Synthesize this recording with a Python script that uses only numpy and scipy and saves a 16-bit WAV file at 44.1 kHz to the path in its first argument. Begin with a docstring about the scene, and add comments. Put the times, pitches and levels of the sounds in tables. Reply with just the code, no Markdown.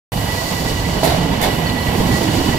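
"""A train is heard rolling in along a covered, wet platform: rumble, drone, roar and hiss, all shaped noise.
The wheels ring on the rail and a flange squeals faintly, as wavering tones and narrow-band noise. Two axles
clack over a rail joint and the bogies thump, as decaying modes and noise bursts. The running gear booms and the
rail sings in swelling tones; the roof gives the clang and sizzle of the clacks a short tail. The train is on
the right, so the left port hears it later, weaker and only partly alike."""
import sys
import numpy as np
from scipy import signal
from scipy.fft import rfft, irfft
from scipy.io import wavfile

SR = 44100
rng = np.random.default_rng(int(sys.argv[2]) if len(sys.argv) > 2 else 0)


def persist_wave(psi):
    """Save psi, clipped to +-1, as 16-bit WAV."""
    counts = np.round(np.clip(psi, -1, 1) * 32767).astype(np.int16)
    wavfile.write(sys.argv[1], SR, np.atleast_2d(counts).T)


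N = 113778
# Time axis in seconds and frequency axis in Hz
T, HZ = np.arange(N) / SR, np.fft.rfftfreq(N, 1 / SR)


def rolling():
    """Broadband rolling noise: body and running gear below, wheel and rail above, modulated by uneven treads."""
    # Spectra of the sources. Each row: frequency in Hz, relative power density in dB per Hz.
    rumble_spectrum = [(15, -76), (30, -46), (60, -42.5), (100, -42), (150, -44.5), (250, -55.5),
                       (500, -86)]  # cars
    drone_spectrum = [(50, -55), (100, -47.5), (135, -42), (172, -38), (205, -43.5), (255, -42),
                      (315, -45.5), (380, -49), (520, -55.5), (1000, -83.5)]  # running gear
    roar_spectrum = [(200, -86), (370, -57.5), (460, -50), (560, -52.5), (650, -49.5), (770, -51.5),
                     (950, -52), (1080, -54), (1250, -61), (1650, -61.5), (2150, -59.5), (2500, -64),
                     (3300, -61.5), (6000, -76.5), (12000, -113)]  # wheels on rail
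    hiss_spectrum = [(1500, -70), (2700, -70.5), (3400, -66), (4400, -61), (5250, -62.5), (5600, -67.5),
                     (6600, -65.5), (8000, -70), (10000, -73.5), (15000, -74.5)]  # wet rail
    spray_spectrum = [(4000, -95), (7500, -74), (9600, -75.5), (10200, -74.5), (12000, -71.5), (14200, -71),
                      (15500, -79)]  # fine spray above the hiss
    # Strength of the same sources along time. Each row: time in seconds, relative level in dB.
    rumble_level = [(.12, 2), (.4, -2.5), (.52, 0), (.77, 2), (.9, 1.5), (1.35, 0.5), (1.55, -1), (1.85, 2),
                    (2.03, 3), (2.12, 3), (2.25, -2.5), (2.45, 2.5), (2.58, -4)]
    drone_level = [(.12, -9), (.6, -4.5), (.98, -3), (1.22, -1), (1.37, 0), (1.52, -2), (1.85, -3),
                   (2.0, 2), (2.25, 1), (2.43, 1.5), (2.58, 2)]  # grows as the first bogie comes near
    roar_level = [(.12, -2), (.5, -1), (.9, -0.5), (1.15, 1.5), (1.35, 2.5), (1.6, 2), (1.8, 0.5),
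                  (1.93, 2.5), (2.25, 1.5), (2.43, 3), (2.58, 1.5)]
    hiss_level = [(.12, -5.5), (.42, 2), (.68, 2), (.9, -1), (1.15, -0.5), (1.38, -5), (1.6, -4.5),
                  (1.8, -4), (2.05, -1), (2.2, 2), (2.42, 3.5), (2.58, -1)]
    spray_level = [(.12, 2), (.3, 0.5), (.55, 0.5), (.9, -6), (1.15, -5), (1.39, -7), (1.58, 1.5),
                   (1.67, -2.5), (1.92, 1.5), (2.2, -0.5), (2.58, -2.5)]

    rumble = noise(rumble_spectrum) * level(rumble_level)
    drone = noise(drone_spectrum) * level(drone_level)
    roar = noise(roar_spectrum) * level(roar_level)
    hiss = noise(hiss_spectrum) * level(hiss_level)
    spray = noise(spray_spectrum) * level(spray_level)
    lower = (rumble + drone + roar) * flutter(depth_db=1.17, rate_hz=32.8)
    upper = (hiss + spray) * flutter(depth_db=0.98, rate_hz=12)
    return lower + upper


def wheel_ring():
    """Modal resonance: two wheel modes, part tone and part noise, sink in pitch; a flange adds rough chirps."""
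    # Wheel modes. Each row: frequency in Hz, width in Hz, tonal share of the power 0-1, relative level in dB.
    ring_modes = [(1957, 54, 0.38, -30.5), (2940, 114, 0.03, -32.5)]
    # Strength of the lower, then of the upper mode. Each row: time in seconds, relative level in dB.
    ring_levels = [
        [(.12, -5.5), (.33, 1), (.45, -1.5), (.54, 4), (.62, -1.5), (.9, -1.5), (1.2, -5), (1.65, 2.5),
         (2.22, 1.5), (2.35, -2.5), (2.58, 2.5)],
        [(.12, -2.5), (.4, -3), (1.1, 0), (1.35, -0.5), (1.72, 1.5), (2.15, -5.5), (2.45, 4.5), (2.58, -2)],
    ]
    # Flange squeals. Each row: start in seconds, length in seconds, mid pitch in Hz, glide in Hz per second,
    # relative level in dB.
    squeals = [(1.652, 0.034, 4420, -1500, -27), (1.683, 0.033, 4330, -4000, -27),
               (1.743, .032, 4320, 1000, -33.5), (1.779, .032, 4250, 2497, -31),
               (1.812, .034, 4220, 0, -33), (1.849, 0.023, 4300, -3000, -33)]
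    doppler_per_s = 0.003796  # fall of pitch, as a share of the mode frequency

    out = swells(squeals, waver_hz=100.4, rate_hz=248)
    pitch_factor = 1 - doppler_per_s * (T - T.mean())
    for (hz, width_hz, tonal, db), curve in zip(ring_modes, ring_levels):
        sung = np.sqrt(tonal) * tone(hz * pitch_factor, waver_hz=12.1, rate_hz=20.2)
        shaken = np.sqrt(1 - tonal) * resonance(hz, width_hz)
        out += amp(db) * level(curve) * (sung + shaken)
    return out


def rail_joint():
    """Impact excitation: blows ring track and steel directly; clang and sizzle also spread under the roof."""
    # Wheel blows at the joint. Each row: start in seconds, then relative levels of knock, ring, clang
    # and sizzle in dB.
    clacks = [(1.0317, 8, -6, 1.5, -4), (1.041, 2, -12, -7, -1), (1.047, 6.5, 1, -2, -4),
              (1.062, 3, -14, -4, -12), (1.072, -5, -5, 1.5, -2.5), (1.084, 2, -14, -19, -16),
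              (1.096, 1, -7, -2.5, -9), (1.120, 3, -14, -7, -20), (1.146, 3, -16, -23, -22),
              (1.163, -2, -18, -24, -26), (1.412, -6, -10, -8, -2), (1.424, -1, 1, -0.5, -0.5),
              (1.435, -3, 6.5, 0.5, -5), (1.446, -3, 0, -1, -16), (1.459, -8, -12, -4, -12)]
    # Low modes of the track, high modes of the steel rail. Each row: frequency in Hz, relative level in dB, #
    # time to decay by 60 dB in seconds.
    track_modes = [(317, -23, .07), (441, -25.5, 0.061), (540, -19, 0.039), (651, -11, 0.047),
                   (718, -12.5, 0.017), (900, -26, 0.021)]
    steel_modes = [(1830, -22, 0.068), (2130, -19.5, 0.075), (3060, -30, 0.055), (3500, -22, 0.074)]
    # Noise of the steel. Each row: frequency in Hz, relative power density in dB per Hz.
    clang_spectrum = [(150, -51), (480, -44), (850, -44), (1100, -57.5), (1450, -55.5), (1800, -55.5),
                      (2170, -55), (2550, -59.5), (3050, -60), (3900, -52), (5000, -58.5), (8000, -72),
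                      (15000, -93)]
    sizzle_spectrum = [(3000, -71), (6000, -60), (9000, -59.5), (10500, -56.5), (14000, -57.5),
                       (15500, -64)]

    times, knock_db, ring_db, clang_db, sizzle_db = np.transpose(clacks)
    clang = noise(clang_spectrum) * blows(times, clang_db, t60=0.16)
    sizzle = noise(sizzle_spectrum) * blows(times, sizzle_db, t60=0.16)
    knock = strike(times, knock_db, track_modes)
    ring = strike(times, ring_db, steel_modes)
    return roof(clang + sizzle) + knock + ring


def bogies():
    """Impact and resonance at low frequency: the suspension thumps, the running gear booms and the rail sings."""
    # Dull thumps. Each row: start in seconds, relative level in dB.
    thump_times = [(1.033, -2), (1.224, -4), (1.299, -8), (1.495, -5.5), (1.585, -10), (1.954, -4.5),
                   (2.004, 2.5), (2.395, 3.5), (2.483, 2)]
    # Noise of a thump. 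Each row: frequency in Hz, relative power density in dB per Hz.
    thump_spectrum = [(40, -41), (120, -52), (260, -39), (370, -34.5), (600, -62), (1200, -88)]
    # Modes of a thump. Each row: frequency in Hz, relative level in dB, time to decay by 60 dB in seconds.
    thump_modes = [(65, -30, 0.084), (167, -19, 0.065), (268.5, -18.5, 0.26), (315, -19, 0.14)]
    # Resonances that swell and fade as the train rolls: the rows at 670 and 623 Hz are the rail singing, # the
    # rest the running gear. Each row: start in seconds, length in seconds, mid pitch in Hz, # glide in Hz per
    # second, relative level in dB.
    booms = [(.1, .52, 670, -60, -32), (.86, .2, 623, -110, -28.5), (.86, .18, 92.8, -61, -23),
             (1.09, 0.306, 173.1, -25, -21.5), (1.24, .1, 281.4, -200, -25.5),
             (1.43, .22, 240.3, -100, -23.5), (1.57, 0.059, 161, 1, -26), (1.68, .14, 255, -61.5, -24.5),
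             (1.8, 0.16, 138.7, 59.5, -22.5), (1.96, .22, 260.8, -130, -22.5), (2.2, .3, 313.2, 20, -23),
             (2.33, .2, 146, 50, -24)]

    times, thump_db = np.transpose(thump_times)
    thud = noise(thump_spectrum) * blows(times, thump_db, t60=0.14)
    body = strike(times, thump_db, thump_modes)
    return thud + body + swells(booms, waver_hz=5.86, rate_hz=25.3)


def roof(x):
    """Reverberation: convolution with decaying, dull noise adds the short tail of the platform roof."""
    tail_db = -6.5
    tail = noise([(2500, 1.5), (12000, -8.0)]) * blows([.01], [0], t60=0.45)  # begins after 10 ms
    tail = tail[:, :SR] / np.linalg.norm(tail[0])
    return x + amp(tail_db) * signal.fftconvolve(x, tail, axes=1)[:, :N]


def ports(x):
    """Interaural-style cues: the left port hears the train later, weaker and only partly correlated."""
    # Each row: frequency in Hz, level of left minus right in dB.
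    balance = [(30, 2), (130, -4.5), (280, -6.5), (500, -12), (660, -4.5), (950, -7.5), (1350, -9.5),
               (1700, -8.5), (2050, -12.5), (2700, -2.5), (3300, -0.5), (5200, 0), (5700, -7.5),
               (6700, -2.5), (9000, -1), (15000, 0)]
    # Each row: frequency in Hz, likeness of the two ports 0-1.
    likeness = [(60, .997), (250, 1), (430, 0.76), (660, 0.6), (1000, 0.85), (1500, 0.36), (1750, 0.28),
                (2150, 0.12), (2850, 1), (3300, 0.086), (4400, 0.49), (6500, 0.88), (9000, 0.79),
                (11000, 1), (15000, 0.74)]
    # Each row: frequency in Hz, lag of the left port in cycles.
    lag = [(0, 0), (400, .02), (650, -.22), (1350, .5), (1800, 1), (2500, 2), (4000, 2.5), (5100, 3.5),
           (8600, 6.5), (10170, 7.5), (15300, 11.5)]

    direct, diffuse = rfft(x)
    same = np.clip(by_hz(likeness), 0, 1)
    ratio = amp(by_hz(balance))
    late = np.exp(-2j * np.pi * np.interp(HZ, *np.transpose(lag)))
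    left = ratio * (same * late * direct + np.sqrt(1 - same ** 2) * diffuse)
    return irfft(np.array([left, direct]) / np.sqrt(1 + ratio ** 2), N)  # total power is kept


def strike(times, levels_db, modes):
    """Modal synthesis: each blow sets decaying sinusoids ringing, a little differently every time."""
    pitch_spread, attack_s = 0.019, 0.00098  # spread is a share of the mode frequency
    out, t = np.zeros((2, N)), T[:SR // 4]
    for start, strength_db in zip(times, levels_db):
        part = out[:, round(start * SR):][:, :len(t)]  # a view: adding to it fills out
        for hz, db, t60 in modes:
            struck_hz = hz * (1 + pitch_spread * rng.standard_normal())
            turns = struck_hz * t + [[0], [rng.random()]]
            envelope = amp(strength_db + db - 60 * t / t60) * np.minimum(t / attack_s, 1)
            ring = envelope * np.sin(2 * np.pi * turns)
            part += ring[:, :part.shape[1]]
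    return out


def blows(times, levels_db, t60):
    """Exponential decay: every blow rises quickly and dies away, and the powers of all are summed."""
    attack_s = 0.0027
    age = np.maximum(T - np.asarray(times)[:, None], 0)
    decay = amp(np.asarray(levels_db)[:, None] - 60 * age / t60)
    each = np.minimum(age / attack_s, 1) * decay
    return np.sqrt((each ** 2).sum(0))


def swells(table, waver_hz, rate_hz):
    """Transient resonance: gliding tones each rise and fall once under a half-sine envelope."""
    out = np.zeros((2, N))
    for start, length, hz, glide, db in table:
        part = np.clip((T - start) / length, 0, 1)
        pitch = hz + glide * length * (part - .5)
        out += amp(db) * np.sin(np.pi * part) * tone(pitch, waver_hz, rate_hz)
    return out


def tone(hz, waver_hz, rate_hz):
    """Frequency and amplitude modulation: a sustained vibration whose pitch and strength waver at random."""
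    turns = np.cumsum(hz + waver_hz * wander(rate_hz)) / SR + rng.random((2, 1))
    return np.sqrt(2) * np.sin(2 * np.pi * turns) * flutter(depth_db=4.3, rate_hz=rate_hz)


def resonance(hz, width_hz):
    """Random excitation of a resonator: two narrow-band noises, rms 1, with the width at half amplitude."""
    response = 1 / (1 + (2 * (HZ - hz) / width_hz) ** 2)
    x = irfft(rfft(rng.standard_normal((2, N))) * response, N)
    return x / x.std(axis=1, keepdims=True)


def noise(spectrum):
    """Spectral shaping: two uncorrelated white noises are filtered to the given power density."""
    white = rng.standard_normal((2, N))
    return irfft(rfft(white) * amp(by_hz(spectrum)), N) * np.sqrt(SR / 2)


def flutter(depth_db, rate_hz):
    """Amplitude modulation: a gain that wavers at random, its depth given as rms."""
    return amp(depth_db * wander(rate_hz))


def wander(rate_hz):
    """Low-pass random process: noise kept mainly below the given rate, rms 1."""
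    x = irfft(rfft(rng.standard_normal(N)) / (1 + (HZ / rate_hz) ** 4), N)
    return x / x.std()


def level(points):
    """Level contour: decibels joined by straight lines in time become a gain."""
    return amp(np.interp(T, *np.transpose(points)))


def by_hz(points):
    """Logarithmic frequency scale: table values joined by straight lines along log frequency."""
    f, value = np.transpose(points)
    return np.interp(np.log(HZ + 1), np.log(f), value)


def amp(db):
    """Decibel definition: 20 dB is a factor of ten in amplitude."""
    return 10 ** (np.asarray(db) / 20)


def scene():
    """Superposition: the sources of the train add up and reach the two ports."""
    return ports(rolling() + wheel_ring() + bogies() + rail_joint())


def record(dry):
    """Clipping, gating and low-pass filtering: peaks are capped, the start is abrupt and the top is cut off."""
    start_s, edge_hz = .12, 15650
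    x = np.clip(dry, -.92, .92) * (T >= start_s)
    lowpass = signal.firwin(511, edge_hz, window=("kaiser", 9), fs=SR)
    return signal.oaconvolve(x, lowpass[None], "same")


dry = scene()
out = record(dry)
persist_wave(out)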